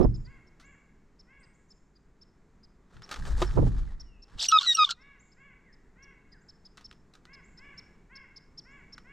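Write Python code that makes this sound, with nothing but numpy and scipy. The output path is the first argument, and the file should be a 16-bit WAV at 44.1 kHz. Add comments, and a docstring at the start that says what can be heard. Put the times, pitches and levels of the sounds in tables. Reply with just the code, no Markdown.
"""A blue jay on a feeder tray in winter woods, a hand's length from the microphone.
One jay takes off: its wings blow on the microphone ports and the nuts rattle. Small birds and a
nuthatch call among the trees over a faint rumble. Near 3 s another jay flutters in and lands, ringing
the tray. At 4.4 s it gives a loud creaking call, its syrinx jumping between registers and breaking
into rasp. Then it pecks at the nuts while the far birds call on."""
import sys
import numpy as np
from scipy import signal
from scipy.fft import rfft, irfft, next_fast_len
from scipy.io import wavfile
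from scipy.ndimage import uniform_filter1d

SR = 44100
rng = np.random.default_rng(int(sys.argv[2]) if len(sys.argv) > 2 else 0)


def transcribe(signal):
    """Save signal, clipped to [-1, 1], as a 16-bit WAV file at the path in sys.argv[1]."""
    frames = np.atleast_2d(signal).T
    limited = np.clip(frames, -1, 1)
    pcm = np.round(limited * 32767).astype(np.int16)
    wavfile.write(sys.argv[1], SR, pcm)


N = 402191
T = np.arange(N) / SR

# spectrum of nuts and seed: freq_hz, gain_db
NUT_SPECTRUM = [(350, -10.5), (600, -13.5), (1000, -9), (1100, -6), (1260, 2), (1630, -5), (2340, -10.5),
                (3020, -10.5), (3900, -10.5), (6510, -18), (15000, -44)]
# the jay's weight hitting the tray: start_s, level_db
LANDING = [(3.419, -15.5), (3.4211, -16), (3.427, -20.5)]


def undb(db):
    """Decibels to gain."""
    return 10 ** (np.asarray(db) / 20)


def colour(x, spectrum):
    """Filter by (freq_hz, gain_db) points; white noise keeps its power."""
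    hz, db = np.transpose(spectrum)
    size = next_fast_len(N + SR)
    bins_hz = np.maximum(np.fft.rfftfreq(size, 1 / SR), 1)
    gain = undb(np.interp(np.log(bins_hz), np.log(hz), db))
    return irfft(rfft(x, size) * gain / np.sqrt(np.mean(gain ** 2)), size)[..., :N]


def noise(spectrum, flutter_db=0):
    """Coloured noise of rms 1, its level following flutter_db."""
    x = colour(rng.standard_normal(N) * undb(flutter_db), spectrum)
    return x / x.std()


def walk(rate_hz):
    """Smooth random curve of unit spread."""
    step = max(int(SR / rate_hz), 2)
    x = uniform_filter1d(np.repeat(rng.standard_normal(N // step + 1), step)[:N], step)
    return x / x.std()


def ports(spectrum, apart):
    """Noise at two ports; apart is the uncorrelated share of power."""
    common = np.sqrt(1 - apart) * noise(spectrum)
    return common + np.sqrt(apart) * np.array([noise(spectrum), noise(spectrum)])


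def swell(onset_s, attack_s, hold_s, release_s, t=T):
    """Gain that reaches 1 at onset_s, holds and decays; attack and release are time constants."""
    rise = (t - onset_s) / attack_s
    fall = (onset_s + hold_s - t) / release_s
    return np.exp(np.clip(np.minimum(rise, fall), -30, 0))


def add(track, start_s, x):
    """Mix a short sound into a track."""
    i = max(int(start_s * SR), 0)
    track[i:i + len(x)] += x[:max(N - i, 0)]


def tone(pitch_hz, harmonics_db, overtones_db=0):
    """Syrinx tone on a moving pitch; overtones_db shifts all harmonics but the first."""
    phase = 2 * np.pi * np.cumsum(pitch_hz) / SR
    return np.sqrt(2) * sum(undb(db + overtones_db * (k > 1)) * np.sin(k * phase)
                            for k, db in enumerate(harmonics_db, 1))


def woods(trim_db=6.5):
    """Faint, wavering rumble of far-off air and traffic."""
    # rumble spectrum: freq_hz, gain_db
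    spectrum = [(20, -5), (42, -6.5), (65, -11), (95, -18), (170, -12.5), (310, -21), (420, -20.5),
                (540, -30.5), (1050, -31), (2000, -36), (3000, -47.5), (5500, -48.5), (7400, -46.5),
                (9000, -59), (15000, -68.5)]
    # slow drift: time_s, level_db
    drift = [(0, -65.5), (1.7, -67), (2.7, -66), (4.7, -68), (6.8, -64.5), (9.1, -63.5)]
    level_db = np.interp(T, *np.transpose(drift))
    return ports(spectrum, apart=.02) * undb(level_db + trim_db + .9 * walk(3))


def wing_wind(ceiling=.55):
    """Wings push pressure waves and eddies at both ports and blast the right one; a hop thumps low before the
    flight; peaks overload."""
    # stirred air, and a low thump as the bird hops near 3 s: onset_s, hold_s, release_s, level_db, eddy_db
    draughts = [(0, 0.062, 0.073, -22, -3.5), (2.96, .03, .03, -50, -3.5), (3.197, 0.07, .05, -31.5, -12),
                (3.307, 0.2, 0.099, -27, -18), (3.569, 0.074, 0.053, -21, -0.5),
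                (3.743, 0.068, 0.1, -27, -18.5), (4.353, 0.0041, 0.028, -42, -9.5)]
    # direct hits of air: onset_s, hold_s, level_db
    blasts = [(.002, .022, -13), (.045, 0.0045, -13), (3.576, .011, -9), (3.627, 0.0026, -20),
              (3.667, .001, -24.5)]
    # spectra of the three flows: freq_hz, gain_db
    wave_spectrum = [(11, -16.5), (18, 3), (46, 4), (88, -12.5), (273, -31.5), (300, -31.5), (390, -46),
                     (660, -120)]
    eddy_spectrum = [(60, -16.5), (115, 5.5), (200, -9.5), (330, -17.5), (700, -43), (2000, -71)]
    blast_spectrum = [(80, -35.5), (150, 2.5), (330, 2), (550, -9.5), (1000, -18), (1500, -36.5),
                      (2500, -50.5), (5000, -68.5)]
    waves = ports(wave_spectrum, apart=.22)
    eddies = ports(eddy_spectrum, apart=.6)
    blast = noise(blast_spectrum, .44 * walk(130))
    wave_gain, eddy_gain = np.zeros(N), np.zeros(N)
    for onset_s, hold_s, release_s, level_db, eddy_db in draughts:
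        gust = undb(level_db) * swell(onset_s, .018, hold_s, release_s)
        wave_gain = np.maximum(wave_gain, gust)
        eddy_gain = np.maximum(eddy_gain, gust * undb(eddy_db))
    out = waves * wave_gain + eddies * eddy_gain
    out[1] += blast * sum(undb(db) * swell(onset_s, .0041, hold_s, .0086)
                          for onset_s, hold_s, db in blasts)
    return ceiling * np.tanh(out / ceiling)


def nuts(settle_db=-17, settle_s=.02, trim_db=-4, split_hz=4500):
    """Each touch is a dry tick or scuff, then a short grainy clatter of shells."""
    # feet and bill on the nuts: start_s, level_db, treble_db, contact_s
    knocks = [(0.012, -37, -9, .0014), (0.0297, -33.5, -20, 0.00089), (0.598, -55, -2.5, 0.027),
              (2.967, -42.5, -18, .002), (3.02, -33, -12, 0.00058), (3.0913, -38.5, -8, 0.0032),
              (3.112, -29.5, -5, 0.014), (3.1418, -27.5, -7.5, 0.0016), (3.16, -29, -11, 0.0012),
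              (3.252, -37, -12, .004), (3.418, -23, -13, 0.011), (3.5095, -38.5, -6, 0.0018),
              (3.5586, -40.5, -2, .0014), (6.772, -46.5, 6.5, 0.0014), (6.777, -33, -13, .0014),
              (6.81, -39.5, -5, 0.0012), (6.9125, -42.5, -12, .0025), (6.927, -46, -6, 0.0019),
              (7.137, -41, -4.5, 0.0015), (7.152, -43.5, -4, 0.0021), (7.253, -44, -4.5, .0014),
              (8.979, -41, -11, 0.0046)]
    t = T[:SR // 8]
    settling = undb(settle_db) * np.exp(-t / settle_s)
    give = 1 - np.exp(-t / .0004)  # the shell yields a little
    body, bright = np.zeros(N), np.zeros(N)
    for start_s, level_db, treble_db, contact_s in knocks:
        grains = rng.standard_normal(len(t))
        grains *= undb(3 * np.repeat(rng.standard_normal(len(t)), 40)[:len(t)])
        hit = undb(level_db + trim_db) * grains * (np.exp(-t / contact_s) + settling) * give
        add(body, start_s, hit)
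        add(bright, start_s, hit * undb(treble_db + 8.5))
    lowpass = signal.butter(2, split_hz, fs=SR, output="sos")
    return colour(signal.sosfiltfilt(lowpass, body - bright) + bright, NUT_SPECTRUM)


def chips(length_s=.038, lead_s=.008, trim_db=-5, fizz=.2, skirt_db=-26):
    """A small bird's chip shoots up in pitch, holds a fizzy crest and plunges in a faint tail."""
    # chips: time_s, level_db, pitch_hz
    calls = [(0.0298, -50, 5250), (0.1448, -49, 5190), (0.2528, -55, 4830), (0.4715, -64, 5400),
             (1.195, -53, 5360), (1.4337, -59.5, 5000), (1.707, -53.5, 5240), (1.9577, -62, 4920),
             (2.2164, -51.5, 5270), (2.635, -55, 5090), (3.0347, -46, 5400), (3.468, -47.5, 5430),
             (4.001, -44, 5510), (4.225, -49.5, 5392), (5.0135, -62, 5380), (5.3197, -60.5, 5090),
             (5.7293, -59.5, 5200), (6.0282, -53, 5630), (6.322, -54, 4950), (6.4885, -48, 5290),
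             (6.6535, -47.5, 5170), (6.847, -43, 5320), (7.3352, -48.5, 5130), (7.5772, -49.5, 5200),
             (7.7791, -42, 5430), (8.157, -44.5, 5205), (8.3644, -44.5, 5194), (8.5796, -39.5, 5370),
             (8.929, -43.5, 5400)]
    out, wobble = np.zeros(N), walk(600)
    u = np.linspace(-1, 1.35, int(length_s * SR))  # crest at 0
    drop = .5 * np.tanh(.25 * u ** 2 + .12 * u ** 3 + .45 * u ** 4)
    envelope = (np.exp(-(u / .65) ** 4) + undb(skirt_db)) * signal.windows.tukey(len(u), .2)
    for time_s, level_db, pitch_hz in calls:
        jitter = .018 * np.roll(wobble, -int(time_s * SR))[:len(u)]
        voice = tone(pitch_hz * (1.01 - drop + jitter), [0, -34])
        add(out, time_s - lead_s, undb(level_db + trim_db) * envelope * voice)
    return out * (1 + fizz * walk(3000))


def slide(length_s, from_hz, to_hz, bend):
    """A thin note that slides quickly, then levels off."""
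    u = np.linspace(0, 1, int(length_s * SR))
    return np.sin(np.pi * u) * tone(to_hz + (from_hz - to_hz) * (1 - u) ** bend, [0])


def whistles(rise_s=.038):
    """Distant birds give short rising whistles and lower, longer falling slurs."""
    # whistles: start_s, top_hz, level_db
    rises = [(.15, 7560, -71.5), (.643, 7670, -67), (1.391, 8740, -71.5), (1.534, 7660, -73.5),
             (1.684, 7600, -70.5), (5.19, 7680, -65), (6.404, 7760, -74), (7.434, 7800, -67.5),
             (8.703, 7600, -74.5)]
    # slurs: start_s, length_s, from_hz, to_hz, level_db
    slurs = [(3.864, 0.066, 2265, 1710, -66.5), (4.045, .17, 3030, 2499, -72),
             (5.634, 0.11, 2410, 1587, -65.5), (6.313, 0.078, 2215, 1370, -64)]
    out = np.zeros(N)
    for start_s, top_hz, level_db in rises:
        add(out, start_s, undb(level_db) * slide(rise_s, .72 * top_hz, top_hz, bend=2.1))
    for start_s, length_s, from_hz, to_hz, level_db in slurs:
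        add(out, start_s, undb(level_db) * slide(length_s, from_hz, to_hz, bend=1.3))
    return out


def nuthatch(grain_db=1.5):
    """Nasal, slightly grainy calls whose pitch arches up and falls back."""
    # calls: start_s, length_s, pitch_hz, level_db
    yanks = [(0.256, .14, 546, -62.5), (0.611, 0.15, 553.6, -63), (1.267, 0.19, 548, -64.5),
             (4.968, 0.22, 559, -63.5), (5.363, 0.18, 553.5, -62), (5.958, 0.19, 555.4, -61),
             (7.266, 0.15, 549.3, -59.5), (7.58, .19, 567, -57), (8.094, 0.17, 546, -57.5),
             (8.646, 0.18, 552, -58.5), (9.043, 0.16, 555, -58)]
    # nasal timbre, harmonic 1 upward: level_db
    harmonics_db = [-23, -10, -3.5, -0.5, -12, -22.5]
    out, wobble, grain = np.zeros(N), walk(250), walk(120)
    for start_s, length_s, pitch_hz, level_db in yanks:
        u = np.linspace(-1, 1, int(length_s * SR))
        arch = 1.01 - .19 * np.abs(u) ** 2.3
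        jitter = .018 * np.roll(wobble, -int(start_s * SR))[:len(u)]
        voice = tone(pitch_hz * arch * (1 + jitter), harmonics_db)
        add(out, start_s, undb(level_db) * np.sqrt(1 - u ** 2) * voice)
    return out * undb(grain_db * grain)


def feathers(wingbeat_hz=8.2, stroke_db=3, bright_at_db=-45, crackles_per_s=220, trim_db=-3):
    """Feathers swish with the wingbeat, brighter in a strong flurry; seed crackles under them."""
    # flurries of feathers and seed: onset_s, hold_s, level_db
    flurries = [(2.961, 0.018, -58), (3.113, 0.048, -51), (3.209, 0.17, -46.5), (3.424, .01, -43.5),
                (3.495, 0.17, -51.5), (3.72, 0.12, -54), (4.335, .05, -57.5)]
    # feather spectrum: freq_hz, gain_db
    spectrum = [(240, -37.5), (400, -2), (630, -7), (921, -3.5), (1010, -9), (1120, -2.5), (2430, -18.5),
                (3720, -14), (7700, -17.5), (15000, -40.5)]
    envelope = np.max([undb(db) * swell(onset_s, .048, hold_s, .095)
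                       for onset_s, hold_s, db in flurries], axis=0)
    flicks_db = 2.5 * walk(45) + 2.5 * walk(600)
    touchdown_s = LANDING[0][0]
    beat_db = stroke_db * np.cos(2 * np.pi * wingbeat_hz * (T - touchdown_s))
    swish = noise(spectrum, flicks_db + beat_db)
    dull = signal.sosfiltfilt(signal.butter(2, 5000, fs=SR, output="sos"), swish)
    brightness = np.sqrt(np.minimum(envelope / undb(bright_at_db), 1))
    swish = dull + (swish - dull) * brightness
    husk = rng.standard_normal(SR // 50) * np.exp(-T[:SR // 50] / .003)
    ticks = rng.standard_normal(N) * (rng.random(N) < crackles_per_s / SR)
    crackle = colour(signal.fftconvolve(ticks, husk)[:N], NUT_SPECTRUM)
    return (swish + undb(-6) * crackle / crackle.std()) * envelope * undb(trim_db)


def tray():
    """The tray rings briefly under the landing feet."""
    # tray modes: freq_hz, level_db, t60_s
    modes = [(360, -7, 0.068), (710, 2, 0.011), (1003, -17, 0.039), (1330, -27, 0.021)]
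    out, t = np.zeros(N), T[:SR // 4]
    ring = sum(undb(db - 60 * t / t60_s) * np.sin(2 * np.pi * hz * t) for hz, db, t60_s in modes)
    for start_s, level_db in LANDING:
        add(out, start_s, undb(level_db) * ring)
    return out


def rasp(attack_s=.0056, release_s=.004, roughness_db=3.5):
    """Rough throat noise runs under the jay's call and flares where the voice breaks."""
    # voice breaks: onset_s, hold_s, level_db, hiss_share
    bursts = [(4.393, .004, -38.5, .3), (4.418, .049, -34, 1), (4.43, .003, -29, 1),
              (4.517, 0.0022, -30, 0.04), (4.597, 0.059, -37, 0.16), (4.731, 0.0019, -38, 1),
              (4.771, .005, -39.5, 0.04), (4.85, 0.0099, -36.5, .05), (4.894, 0.0023, -36.5, 0.02),
              (4.91, 0.0016, -27.5, 0.5)]
    # spectra of throat noise and sharp hiss: freq_hz, gain_db
    throat_spectrum = [(880, -35), (1500, -9.5), (1910, -32), (2530, -24.5), (2860, -2.5), (4480, -5),
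                       (5100, -10.5), (6630, -18.5), (7990, -30), (8940, -52), (12300, -37.5), (14000, -54)]
    hiss_spectrum = [(290, -62), (500, -27.5), (714, -16.5), (1350, -23.5), (1770, -18), (2530, -22),
                     (3180, -8.5), (4600, -3.5), (6960, -12.5), (8130, -9.5), (8860, -40), (11000, -30),
                     (15000, -52.5)]
    under_call = (4.395, .53, -49, .22)  # same columns as bursts
    throat_power, hiss_power = np.zeros(N), np.zeros(N)
    for onset_s, hold_s, level_db, hiss_share in [under_call, *bursts]:
        power = (undb(level_db) * swell(onset_s, attack_s, hold_s, release_s)) ** 2
        throat_power += power * (1 - hiss_share)
        hiss_power += power * hiss_share
    flutter_db = roughness_db * walk(450)
    throat = np.sqrt(throat_power) * noise(throat_spectrum, flutter_db)
    return throat + np.sqrt(hiss_power) * noise(hiss_spectrum, flutter_db)


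def screech(onset_s=4.397, hold_s=.066, level_db=-33, from_hz=3800, to_hz=4730, climb_s=.007):
    """Before it locks into a note, the jay's syrinx climbs and lurches about in pitch."""
    age_s = np.maximum(T - onset_s, 0)
    pitch_hz = to_hz + (from_hz - to_hz) * np.exp(-age_s / climb_s)
    gain = undb(level_db + 3 * walk(710)) * swell(onset_s, .004, hold_s, .004)
    return tone(pitch_hz * (1 + .16 * walk(600)), [0, -24]) * gain


def register(notes, harmonics_db, release_s, jitter, shimmer_db, brighten_db_per_s=0):
    """Notes of one vibration mode of the syrinx: each starts sharp, sags and wavers."""
    scoop, scoop_s, sag_per_s = .023, .0014, .65  # scoop and sag as shares of the pitch
    out, wobble, shimmer = np.zeros(N), walk(700), walk(400)
    for onset_s, attack_s, hold_s, pitch_hz, level_db, overtones_db in notes:
        span = np.arange(int((onset_s - .05) * SR), int((onset_s + hold_s + .1) * SR))
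        age_s = np.maximum(T[span] - onset_s, 0)
        bend = 1 + scoop * np.exp(-age_s / scoop_s) - sag_per_s * age_s + jitter * wobble[span]
        bright_db = overtones_db + brighten_db_per_s * np.minimum(age_s, hold_s)
        voice = tone(pitch_hz * bend, harmonics_db, bright_db)
        envelope = swell(onset_s, attack_s, hold_s, release_s, T[span])
        out[span] += voice * undb(level_db + shimmer_db * shimmer[span]) * envelope
    return out


def jay():
    """The creaking call: a screech, then jumps between registers, with rasp at the breaks."""
    # notes by register: onset_s, attack_s, hold_s, pitch_hz, level_db, overtones_db
    low = [(4.525, .0016, .049, 1298, -15, -7.5), (4.791, 0.0068, 0.044, 1265, -17, -1)]
    middle = [(4.675, .008, 0.046, 1945, -35.5, -2)]
    high = [(4.4855, .001, .001, 2875, -30, 0.001), (4.746, .002, .004, 2830, -34, 0.00047)]
    squeaks = [(4.519, .003, .002, 3400, -30, 0), (4.586, .004, 0.0022, 3652, -14, 0.0012),
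               (4.847, .004, 0.0025, 3530, -19, 0.0051)]
    hoarse = [(4.51, .008, .012, 1310, -40.5, -6), (4.612, .008, .008, 1098, -42.5, -0.5),
              (4.632, .005, .03, 1402, -43, 1), (4.866, .003, 0.016, 1150, -45, -1.5),
              (4.893, .002, 0.0059, 1372, -35, -12.5), (4.918, .002, .003, 1383, -36.5, 1)]
    notes = register(low, [-1, -16, -11.5, -18.5, -38, -46.5, -59.5],
                     release_s=.004, jitter=.002, shimmer_db=.25, brighten_db_per_s=130)
    notes += register(middle, [-2.5, 16, -2.5, -8.5, -33, -35.5],
                      release_s=.0082, jitter=.004, shimmer_db=1.15)
    notes += register(high, [-2, 7, -9, -21, -39.5], release_s=.014, jitter=.0039, shimmer_db=2.35)
    notes += register(squeaks, [-1, -34.5], release_s=.004, jitter=.014, shimmer_db=4)
    notes += register(hoarse, [1, -12.5, 3.5, -16.5, -14.5],
                      release_s=.0054, jitter=.039, shimmer_db=3.5)
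    return screech() + notes + rasp()


def trees(x, wet_db, t60_s, echo_s=.06, echo_db=-20, build_s=.025):
    """Add one distinct echo and a thin scatter from many trunks."""
    t = T[:SR]
    response = rng.standard_normal(SR) ** 3 * undb(-60 * t / t60_s) * (1 - np.exp(-t / build_s))
    response *= undb(wet_db) / np.linalg.norm(response)
    response[int(echo_s * SR)] += undb(echo_db)
    return x + signal.fftconvolve(x, response)[:N]


def scene():
    """Near sounds are almost dry; the farther a bird, the more of the woods it carries."""
    near = trees(jay() + nuts() + tray() + feathers(), wet_db=-43.5, t60_s=1, echo_db=-55.5)
    far = trees(nuthatch(), wet_db=-3, t60_s=.8, echo_s=.045, echo_db=-11)
    far += trees(chips(), wet_db=-16, t60_s=.38, echo_db=-24)
    far += trees(whistles(), wet_db=-1, t60_s=.8)
    return near + far + wing_wind() + woods()


def record(dry):
    """The right port hears everything slightly late; the recorder cuts the top."""
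    lag_samples, top_hz = .23, 15700
    left, right = dry
    allpass = [1 - lag_samples, 1 + lag_samples]
    right = signal.lfilter(allpass, allpass[::-1], right)
    lowpass = signal.ellip(8, .2, 80, top_hz, fs=SR, output="sos")
    return signal.sosfilt(lowpass, np.array([left, right]))


dry = scene()
out = record(dry)
transcribe(out)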